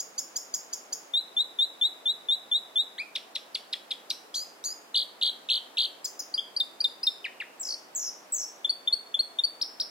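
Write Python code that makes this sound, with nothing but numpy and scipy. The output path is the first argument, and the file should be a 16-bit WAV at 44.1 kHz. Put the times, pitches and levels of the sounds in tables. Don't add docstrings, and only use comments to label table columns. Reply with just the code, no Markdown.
import sys
import numpy as np
from scipy import signal
from scipy.fft import rfft, irfft
from scipy.io import wavfile
from scipy.ndimage import uniform_filter1d

SR = 44100
rng = np.random.default_rng(int(sys.argv[2]) if len(sys.argv) > 2 else 0)


def makeup_ratio(level_db):
    decades = np.asarray(level_db, float) / 20
    return 10 ** decades


def int16_out(signal):
    q = np.round(np.clip(np.atleast_2d(signal).T, -1, 1) * 32767)
    wavfile.write(sys.argv[1], SR, q.astype(np.int16))


N = 436568


def bird():
    phrases = opening() + chips() + rises() + trills() + duos() + small_calls() + falls() + closing()
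    out = np.zeros(N + SR)
    for shape, notes, ratio, tones, *voice in phrases:
        for start_s, stretch, factor, db, *gap_hz in notes:
            note = makeup_ratio(db) * syllable(shape, stretch, factor, sum(gap_hz), ratio, tones, *voice)
            at = int((start_s + 0.09947) * SR)
            out[at:at + len(note)] += note
    return out[SR // 10:][:N]


# (time [s], level [dB])
LONE = [
    (2.981, -27),
    (4.3408, -26.5),
    (4.64, -30),
    (4.943, -20),
    (5.213, -20.5),
    (6.378, -26),
    (7.031, -24.5),
    (7.597, -24.5),
    (7.95, -28),
    (8.322, -26.5),
]


def lone(name):
    names = "low wide narrow first quick scoop cracked deep even held".split()
    start_s, db = LONE[names.index(name)]
    return [(start_s, 1, 1, db)]


# (time [ms], lower voice [Hz], level [dB])
CHEEP = [(0, 4760, -12), (3.02, 4750, -3.5), (5, 4840, 0.5), (6.94, 4785, -1.5), (9.24, 4950, 1.5),
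         (13.1, 5340, -2), (16.8, 5680, -3), (20.6, 5900, -8.5)]
UPSLUR = [(0.0, 3520.0, -13.5), (4.87, 3492, 1), (21.3, 3533.3, 2), (30, 3670.0, -1.5), (41.4, 3780.0, 3),
          (54.8, 3930.0, -2.5), (65, 4020, -10.5)]
LOWRISE = [(0.0, 1490, -26), (5.932, 1900.0, -11), (11.96, 2170.0, -8.5), (20.019, 2330.0, -0.5),
           (32.393, 2470.0, -4.5), (43.62, 2520.0, -5.5)]
# (time [s], stretch [x], pitch [x], level [dB])
CHEEPS = [(-0.003, 1.0, 0.99, -32.5), (0.1785, 1.1, 0.98, -29.5), (0.357, 1.16, 0.99, -30.5),
          (0.537, 1.04, 1.0, -29.5), (0.727, 1.03, 0.983, -31.5), (0.924, 0.99, 0.98, -30.5)]
UPSLURS = [(1.136, 1.01, 1.02, -21.5), (1.3658, 0.99, 1.007, -20.5), (1.5877, 0.99, 1.01, -19.5),
           (1.8118, 1.02, 1.003, -19.5), (2.0562, 1.05, 1.003, -21.5), (2.286, 1.02, 1.0037, -20.5),
           (2.514, 1.06, 0.99798, -20.5), (2.757, 1.04, 0.99237, -20.5)]
# (tone, levels evenly from start to end [dB])
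CHEEP_TONES = [("upper", -31, 0, 3.5, 4.9, 2, 2.4, 0), ("under", -46, -21, -17, -41),
               ("beyond", -33, -18, -17, -41), ("octave", -31.5, -14.5, -15.5, -16.5),
               ("both", -39.5, -13, -19, -22.5), ("third", -24, -9.5, -15)]
UPSLUR_TONES = [("octave", -35, -26), ("third", -33, -33.5)]
LOWRISE_TONES = [("octave", 13, -3.3, -22.5, -17), ("third", -29, -32.5), ("fourth", -11, -46)]


def opening():
    cheep_ratio = (1.35, 1.35, 1.335, 1.335, 1.31, 1.26, 1.3)
    return [(CHEEP, CHEEPS, cheep_ratio, CHEEP_TONES, False, 2.0),
            (UPSLUR, UPSLURS, 1, UPSLUR_TONES),
            (LOWRISE, lone("low"), 1, LOWRISE_TONES)]


# (time [ms], share of the way from end to top pitch [0-1], level [dB])
CHIP_LOW = [(0, 0.905, -7), (2, 0.99, -8), (4, 1, 0.5), (6, 0.865, 0), (8, 0.624, 0.5), (10, .38, -1.5),
            (12, 0.24, -6), (15, 0.055, -11.5), (18, 0.14, -16)]
CHIP_HIGH = [(0, 0.93, -14), (2, 1, -9.5), (4, 0.885, -8.5), (6, 0.715, -2), (8, .48, 3.5), (11, .27, 0),
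             (14, .09, 2), (17, 0, -1.5), (20, 0, -7)]
# (time [s], stretch [x], top pitch [Hz], end pitch [Hz], level [dB])
CHIP_LOWS = [(3.153, 1.0, 3750, 1700, -25.5), (3.351, 1.0, 4170, 1740, -26),
             (3.546, 1.0, 4730, 1900, -23.5), (3.728, 0.9, 3970, 1710, -26.5),
             (3.907, .9, 3780, 1850, -29.5), (4.098, 1.0, 4840, 2020, -25.5)]
CHIP_HIGHS = [(3.152, 1.16, 5950, 3400, -30), (3.351, 1.12, 5900, 3370, -30),
              (3.546, 1.0, 5830, 3380, -29.5), (3.727, 1.0, 5400, 3315, -28.5),
              (3.906, 1.16, 5160, 3320, -26.5), (4.098, 0.83, 6870, 4600, -29.5)]
# (tone, levels from start to end [dB])
CHIP_TONES = [("both", -50, -17, -7, -30), ("octave", -37, -32)]
PURE = [("octave", -18, -23), ("third", -27, -33), ("fourth", -56, -62)]


def chips():
    gap_hz = 1153
    phrases = []
    for shape, notes, tones in (CHIP_LOW, CHIP_LOWS, CHIP_TONES), (CHIP_HIGH, CHIP_HIGHS, PURE):
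        for start_s, stretch, top, end, db in notes:
            fall = [(ms, end + share * (top - end), level) for ms, share, level in shape]
            phrases.append((fall, [(start_s, stretch, 1, db, gap_hz)], 1, tones, True, 2.5))
    return phrases


# (first pitch peak [ms], peaks over troughs [dB], rows of
# (time [ms], centre [Hz], swing [Hz], period [ms], level [dB]))
RISE_WIDE = (13.0, -4, [(0, 3500, 300, 17.5, -20), (5, 3800, 550, 17.5, -4), (12, 4250, 450, 17, -1),
             (40, 4500, 300, 16.5, -3), (70, 4800, 120, 16.5, -6), (96, 5050, 5, 16.5, -9)])
RISE_NARROW = (12.5, -2, [(0, 3850, 50, 15, -5), (12, 4650, 320, 15, -3), (28, 4620, 170, 14, -5),
               (60, 4700, 150, 14, -5), (89, 5050, 5, 14, -4)])
# (tone, levels from start to end [dB])
WIDE_TONES = [("upper", -4, -8.5, -22), ("octave", -11, -33), ("both", -22, -29.5),
              ("upper_octave", -29, -33), ("third", -19, -25.5)]
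NARROW_TONES = [("upper", -1.036, 7.2, -7, -15, -25), ("octave", -7, -26), ("both", -13, -33),
                ("upper_octave", -22.5, -29.5), ("third", -13.5, -29)]


def rises():
    return [(warble(*RISE_WIDE), lone("wide"), 1.49, WIDE_TONES, False, 2.2),
            (warble(*RISE_NARROW), lone("narrow"), 1.47, NARROW_TONES, False, 2.2)]


# (first pitch peak [ms], peaks over troughs [dB], rows of
# (time [ms], centre [Hz], swing [Hz], period [ms], level [dB]))
TRILL = (0.3, 0, [(0, 3500, 650, 19, -16), (3, 3500, 650, 19, -6.5), (10, 3650, 740, 18, -1),
         (18.1, 3850, 640, 16.5, 0.5), (35.2, 4030, 690, 19, -0.5), (51, 3950, 690, 16.5, -3),
         (68.2, 3950, 810, 17.5, -6), (85, 3820, 500, 16.5, -8.5), (94, 3750, 450, 17, -14)])
TRILL_QUICK = (0.1, 0, [(0, 3400, 600, 18, -12), (3, 3400, 570, 18, -4), (9, 3550, 765, 17.5, -2.5),
               (17.5, 3800, 700, 18, 1.5), (34, 3760, 630, 14, -3), (49.5, 3870, 720, 16.5, -2.5),
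               (67.2, 3810, 610, 9.7, -4), (81.7, 3600, 500, 14.9, -6), (89.8, 3500, 500, 15, -7.5)])
TRILL_DEEP = (0.1, 0, [(0, 3300, 580, 18, -12), (3, 3300, 620, 18, -5), (9.05, 3420, 786, 18, -1.5),
              (17.9, 3780, 670, 16.8, 0), (35, 3830, 630, 16.3, -1), (51.3, 3880, 820, 17, -4),
              (69, 3850, 780, 19, -4), (85.6, 3780, 664, 17.5, -5.5), (96, 3650, 670, 18.6, -9)])
# (time [s], stretch [x], pitch [x], level [dB])
DEEP_TRILLS = [(5.488, 0.99, 0.98, -20.5), (5.770, 0.98, 1.0, -20)]
# (tone, levels from start to end [dB])
TRILL_TONES = [("octave", -20.5, -25.5, -23.5), ("third", -31, -34)]


def trills():
    kinds = (TRILL, lone("first")), (TRILL_QUICK, lone("quick")), (TRILL_DEEP, DEEP_TRILLS)
    return [(warble(*shape), notes, 1, TRILL_TONES, True, 1.8) for shape, notes in kinds]


# (time [ms], lower voice [Hz], level [dB])
DUO = [(0.0, 4800.0, -11), (5.0824, 5420, 0.5), (14.4, 4960, -1), (23, 4400, -10)]
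SINK = [(0, 5300, -14), (2.996, 5550, -3.5), (11.805, 5190, -1.5), (21.84, 4950, -7.5)]
# (time [s], stretch [x], pitch [x], level [dB], optional voice gap [Hz])
DUOS = [(6.044, 1.0, 0.98, -29, 15)]
SINKS = [(6.192, 0.97, 0.97, -29.5)]
# (tone, levels from start to end [dB])
DUO_TONES = [("upper", -2, 0.86, 0, -4, -30), ("under", -33, -31, -16, -24, -40), ("octave", -16.5, -17),
             ("both", -23, -16, -30), ("upper_octave", -16, -22.5, -40), ("third", -9, -20)]


def duos():
    sink_tones = DUO_TONES[:1] + DUO_TONES[2:]
    return [(DUO, DUOS, (1.56, 1.418, 1.26, 1.26, 1.25), DUO_TONES, False, 2.0),
            (SINK, SINKS, (1.31, 1.29, 1.24, 1.13, 1.1), sink_tones, False, 2.0)]


# (time [ms], lower voice [Hz], level [dB])
HIGHPIP = [(0, 4000, -11), (1.5, 4450, -1), (4, 4640, 2), (10, 4780, 2.5), (12.5, 4930, -1), (15, 4950, -8)]
CRACKED = [(0, 4440, -10), (2.5, 4630, 1), (6, 5050, 1), (9, 5100, -1), (12, 5270, -2), (16.9, 5300, -7),
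           (24, 5200, -10), (32.2, 5500, -18)]
SCOOP = [(0, 3430, -3), (2, 3330, -1), (5, 3170, 3), (8, 3120, 1.5), (12, 3270, 2), (16, 3330, 4.5),
         (20, 3500, 2.5), (22, 3400, -13)]
DROP = [(0, 5700, -22), (2, 4600, -8), (4.03, 4040, -1.5), (7, 3730, 1.5), (10, 3590, 2), (13, 3560, 1.5),
        (19, 3620, -1), (23, 3665, -3.5), (26, 3630, -12)]
BLIP = [(0, 2509, -19), (4, 2486, -2), (9, 2632, -3)]
HOOK = [(0, 3950, -10), (3, 4080, 1), (6, 4430, -1), (9, 4600, -12)]
CHUCK = [(0.0, 2980, 1), (2.9899, 2900.0, 0), (8.185, 2450.0, 3.5), (14.7, 2050, -1.5), (22.1, 1740, -5)]
# (time [s], stretch [x], pitch [x], level [dB])
HIGHPIPS = [(6.3399, 1.0, 1.005, -23.5), (6.564, 0.98, 0.995, -23), (6.8037, 1.0, 1, -22.5)]
DROPS = [(6.599, 0.98, 1, -19.5), (6.840, 1.0, 1.002, -18.5), (7.066, 1.03, 1.01, -18)]
BLIPS = [(6.816, 0.869, 0.9636, -45.5)]
HOOKS = [(4.112, 1.0, 0.96, -25.5)]
CHUCKS = [(7.244, 1.1, 1.0237, -30.5), (7.402, 1.06, 0.96, -31)]
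# (tone, levels from start to end [dB])
HIGHPIP_TONES = [("octave", -21.5, -29), ("third", -38, -42)]
CRACKED_TONES = [("octave", -24, -24, -30), ("upper", -60, -31, -13, -40, -60, -60),
                 ("both", -60, -32, -22, -45, -60, -60), ("over", -60, -30, -22, -45, -60, -60)]
DROP_TONES = [("octave", -22.5, -32.5, -36), ("third", -26, -33.5, -38)]
CHUCK_TONES = [("octave", -52, -18, -7, -9), ("third", -25, -44), ("fourth", -37.5, -39.5)]


def small_calls():
    return [(HIGHPIP, HIGHPIPS, 1, HIGHPIP_TONES),
            (CRACKED, lone("cracked"), 0.5, CRACKED_TONES, False, 1.5),
            (SCOOP, lone("scoop"), 1, DROP_TONES),
            (DROP, DROPS, 1, DROP_TONES),
            (BLIP, BLIPS, 1, PURE),
            (HOOK, HOOKS, 1, PURE, False, 2.0),
            (CHUCK, CHUCKS, 1, CHUCK_TONES, False, 2.5)]


# (first pitch peak [ms], peaks over troughs [dB], rows of
# (time [ms], centre [Hz], swing [Hz], period [ms], level [dB]))
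FALL_DEEP = (9.8, -15, [(0, 7600, 300, 19.2, -17), (10, 7700, 300, 19.2, -6), (24, 7500, 250, 19.2, -8),
             (38, 6450, 1100, 19.5, -14), (76, 5850, 950, 18.3, -11), (110, 5330, 950, 17.2, -7),
             (152, 5200, 800, 17.4, -10)])
FALL_EVEN = (5.2, -3, [(0, 7400, 500, 18.6, -1), (20, 7000, 650, 18.4, 0), (50, 6480, 720, 16.4, -5),
             (100, 6000, 720, 15.5, -4), (150, 5500, 550, 15.5, -4)])
FALL_HELD = (18.5, -4, [(0, 7500, 5, 19, -4), (5, 7850, 5, 19, 2), (21, 7700, 50, 19, 3),
             (28, 7100, 500, 19, 0), (56, 6550, 650, 18.5, -6), (72, 6250, 600, 15, -6),
             (130, 5750, 500, 14.6, -8)])
# (tone, levels from start to end [dB])
FALL_TONES = [("octave", -15, -21.5, -23)]


def falls():
    return [(warble(*FALL_DEEP), lone("deep"), 1, FALL_TONES, False, 1.5),
            (warble(*FALL_EVEN), lone("even"), 1, FALL_TONES, False, 1.6),
            (warble(*FALL_HELD), lone("held"), 1, FALL_TONES, False, 1.4)]


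# (time [ms], lower voice [Hz], level [dB])
LOWPIP = [(0.0, 3300, -8.5), (3.0, 3441.8, 2), (8.0, 3590.0, 3.5), (14.0, 3560.0, 0.5), (18.0, 3350, -7.5)]
MIDPIP = [(0.0, 4160, -1.5), (3.887, 4393, 2), (10.141, 4430.0, 3.5), (16.5, 4520.0, 2), (24.7, 4560, -24)]
ARCH = [(0, 3230, -9), (3.02, 4330, 1.5), (6, 5250, 0.5), (9.07, 5620, -1), (12.03, 5300, 1.5),
        (16.2, 4600, 0), (20, 4000, -4), (23.8, 3320, -18.5)]
# (time [s], stretch [x], pitch [x], level [dB])
LOWPIPS = [(8.6457, 1, 0.99763, -21.5), (8.8742, 1, 1.0075, -20), (9.1419, 0.96, 0.983, -22),
           (9.3871, 0.97, 1.027, -20.5)]
MIDPIPS = [(8.6943, 0.89, 1.0098, -21), (8.926, 1, 0.99114, -19.5), (9.192, 1, 0.976, -20),
           (9.437, 1, 1.016, -20)]
ARCHES = [(9.613, .98, 0.991, -22.5), (9.799, 1.01, 0.996, -24)]
# (tone, levels from start to end [dB])
LOWPIP_TONES = [("octave", -28, -39), ("third", -37.5, -31)]
MIDPIP_TONES = [("octave", -22.5, -26), ("third", -33, -45)]
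ARCH_TONES = [("octave", -18, -27.5, -35), ("third", -27, -35)]


def closing():
    return [(LOWPIP, LOWPIPS, 1, LOWPIP_TONES),
            (MIDPIP, MIDPIPS, 1, MIDPIP_TONES),
            (ARCH, ARCHES, 1, ARCH_TONES, False, 1.8)]


def warble(peak_ms, peak_db, rows):
    ms, centre, swing, period, db = np.transpose(rows)
    step_ms = 0.5
    t = np.arange(0, ms[-1], step_ms)

    def along(values):
        return np.interp(t, np.maximum.accumulate(ms), values)

    turns = np.cumsum(step_ms / along(period))
    wave = np.cos(2 * np.pi * (turns - np.interp(peak_ms, t, turns)))
    hz = along(centre) + along(swing) * wave
    level_db = along(db) + peak_db / 2 * wave * along(swing) / max(swing)
    return np.transpose([t, hz, level_db])


MIX = dict(lower=(1, 0), upper=(0, 1), octave=(2, 0), third=(3, 0), fourth=(4, 0), both=(1, 1),
       under=(2, -1), over=(2, 1), beyond=(-1, 2), upper_octave=(0, 2))
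# (frequency [Hz], level [dB])
THROAT = [(1800, -6.5), (2800, -4), (3300, -0.5), (3750, 3), (4500, -2), (5500, -2), (6600, -9), (7500, -4),
          (9000, 1.5), (16000, 3)]


def syllable(shape, stretch, factor, gap_hz, ratio, tones, throat=False, flutter_db=0.5):
    rise_ms, fall_ms, flutter_ms, wobble = 0.7, 2.66, 1.48, 0.0029
    ms, hz, db = np.transpose(shape)
    t = np.arange(int((ms[-1] * stretch + fall_ms) * SR / 1000)) * 1000 / SR
    place = np.interp(t / stretch, np.maximum.accumulate(ms), np.arange(len(ms)))

    def smooth(values):
        return uniform_filter1d(np.interp(place, np.arange(len(ms)), values), size=60, mode="nearest")

    def spread(values):
        return np.interp(t / t[-1], np.linspace(0, 1, np.size(values)), np.ravel(values))

    shake = uniform_filter1d(rng.standard_normal(len(t)), size=40) * 6
    lower = smooth(hz) * factor * (1 + wobble * shake)
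    upper = lower * spread(ratio) + gap_hz
    out = 0
    for name, *tone_db in [("lower", 0)] + tones:
        lower_times, upper_times = MIX[name]
        f = lower_times * lower + upper_times * upper
        level_db = spread(tone_db) + throat * np.interp(f, *np.transpose(THROAT))
        out = out + makeup_ratio(level_db) * (f < 17000) * np.sin(2 * np.pi * np.cumsum(f) / SR)
    hold = max(int(flutter_ms * SR / 1000), 1)
    flutter = uniform_filter1d(uniform_filter1d(rng.standard_normal(len(t)), hold), hold)
    flutter = flutter * np.sqrt(1.5 * hold)
    edge = np.clip(t / rise_ms, 0, 1) * np.clip((t[-1] - t) / fall_ms, 0, 1)
    return out * makeup_ratio(smooth(db) + flutter_db * flutter) * np.sin(edge * np.pi / 2) ** 2


# (time [s], left minus right [dB])
HEAD = [
    (0, 0),
    (1, 0.5),
    (1.2, 1.5),
    (3, 1),
    (4, 1.5),
    (5.5, 1),
    (6.6, 2.5),
    (8, 1.5),
    (8.6, 2.5),
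    (9.9, 2.5),
]


def direct_path(notes):
    lag_rad, lag_hz = 1.7, 5000
    pan_db = np.interp(np.arange(N) / SR, *np.transpose(HEAD))
    lag = np.exp(-1j * lag_rad * np.tanh(np.fft.rfftfreq(N, 1 / SR) / lag_hz))
    left = irfft(rfft(notes) * lag, N)
    return np.array([left, notes]) * makeup_ratio(np.array([pan_db, -pan_db]) / 2)


# (delay [ms], left [dB], right [dB])
NEAR = [(3.0, -24, -21), (6.6, -23, -24), (10.4, -20, -24), (19.0, -19, -20)]


def nearby():
    out = np.zeros((2, SR // 20))
    for ms, left_db, right_db in NEAR:
        out[:, int(ms * SR / 1000)] = makeup_ratio(np.array([left_db, right_db]))
    return out


# (level [dB], decay by 60 dB [s], build-up [s], left-right likeness [0-1])
LEAVES = [
    (-13.5, 0.2, 0.014, 0.75),
    (-15.5, 0.44, 0.033, 0.5),
]
# (frequency [Hz], level [dB])
LEAF_COLOUR = [(1500, 4.5), (3100, 5.5), (3600, -2.5), (4500, -2), (5500, 6), (7500, 0), (10000, 1),
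               (16000, 4.5)]


def forest():
    t = np.arange(SR) / SR
    soak = signal.butter(2, 13000, fs=SR)
    late = 1 - np.exp(-t / 0.3)
    out = np.zeros((2, SR))
    for db, t60, build, like in LEAVES:
        a, b = rng.standard_normal((2, SR)) * makeup_ratio(4.243 * rng.standard_normal(SR))
        pair = np.array([a, like * a + np.sqrt(1 - like ** 2) * b])
        pair = pair * (1 - np.exp(-t / build)) * makeup_ratio(-60 * t / t60)
        pair = signal.lfilter([1, -0.7], [1], pair)
        dull = signal.lfilter([0.5], [1, -0.5], pair)
        pair = signal.lfilter(*soak, (1 - late) * pair + late * dull)
        out += makeup_ratio(db) * pair / np.sqrt(np.mean(np.sum(pair ** 2, axis=1)))
    hz, db = np.transpose(LEAF_COLOUR)
    colour_db = np.interp(np.log(np.arange(SR // 2 + 1) + 1), np.log(hz), db)
    return irfft(rfft(out) * makeup_ratio(colour_db), SR)


def echoes(notes):
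    stir_per_s = 0.6
    stir = 2 * np.pi * stir_per_s * np.arange(N) / SR + walk(stir_per_s)
    paths = (1, nearby()), (np.cos(stir), forest()), (np.sin(stir), forest())
    return sum(signal.fftconvolve((share * notes)[None], path, axes=1)[:, :N] for share, path in paths)


# (frequency [Hz], level per Hz [dB])
RUSH_MID = [(15, -44), (25, -33), (92, -27.5), (200, -7), (317, -1.5), (677, 1), (2550, -12.5), (4030, -17),
            (4610, -16), (6050, -20.5), (7110, -20), (9070, -22), (11000, -22.5), (14800, -24.5),
            (16000, -27.5)]
RUSH_SIDE = [(15, -72), (25, -42), (120, -28.5), (317, -10), (591, -5), (863, -3.5), (3080, -13.5),
             (3620, -15.5), (5430, -17), (7110, -21), (8360, -21.5), (14800, -22.5), (16000, -48)]


def background():
    lean, lean_hz = -0.13, 700
    mid = rush(RUSH_MID, -54.5)
    side = rush(RUSH_SIDE, -56) + lean * signal.lfilter(*signal.butter(1, lean_hz, fs=SR), mid)
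    return mid + np.array([side, -side])


def rush(points, db):
    hz, shape_db = np.transpose(points)
    f = np.maximum(np.fft.rfftfreq(N, 1 / SR), 1)
    colour = makeup_ratio(np.interp(np.log(f), np.log(hz), shape_db))
    x = irfft(rfft(rng.standard_normal(N)) * colour, N)
    return x / x.std() * makeup_ratio(db + 0.3 * walk(0.67) + 0.1 * walk(6))


def walk(rate):
    k = int(SR / rate)
    held = np.repeat(rng.standard_normal(N // k + 1), k)
    return 1.3 * uniform_filter1d(uniform_filter1d(held, k), k)[:N]


def whine():
    hz, db = 15050, -93
    return makeup_ratio(db) * np.sin(2 * np.pi * hz * np.arange(N) / SR)


def scene():
    notes = bird()
    return direct_path(notes) + echoes(notes) + background() + whine()


def starve(dry, size=1024, count=8):
    mask_db, up_db, down_db = -9, 14, 30
    hop = dict(nperseg=size, noverlap=size * 3 // 4)
    hz, _, z = signal.stft(dry, SR, **hop)
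    bands = z[:, :-1].reshape(len(z), -1, count, z.shape[-1])
    power = np.sum(abs(bands) ** 2, axis=(0, 2))
    bark = 7 * np.arcsinh(hz[count // 2::count][:len(power)] / 650)
    above = bark[:, None] - bark
    skirt = makeup_ratio(2 * (mask_db - np.where(above > 0, up_db * above, -down_db * above)))
    z[:, :-1] *= np.repeat(power > skirt @ power, count, axis=0)
    return signal.istft(z, SR, **hop)[1][:, :N]


def low_pass(x):
    return signal.sosfilt(signal.butter(12, 17040, fs=SR, output="sos"), x)


def record(dry):
    top_cut = signal.ellip(8, 0.2, 60, 16000, fs=SR, output="sos")
    mix = starve(signal.sosfilt(top_cut, dry))
    return low_pass(mix)


dry = scene()
out = record(dry)
int16_out(out)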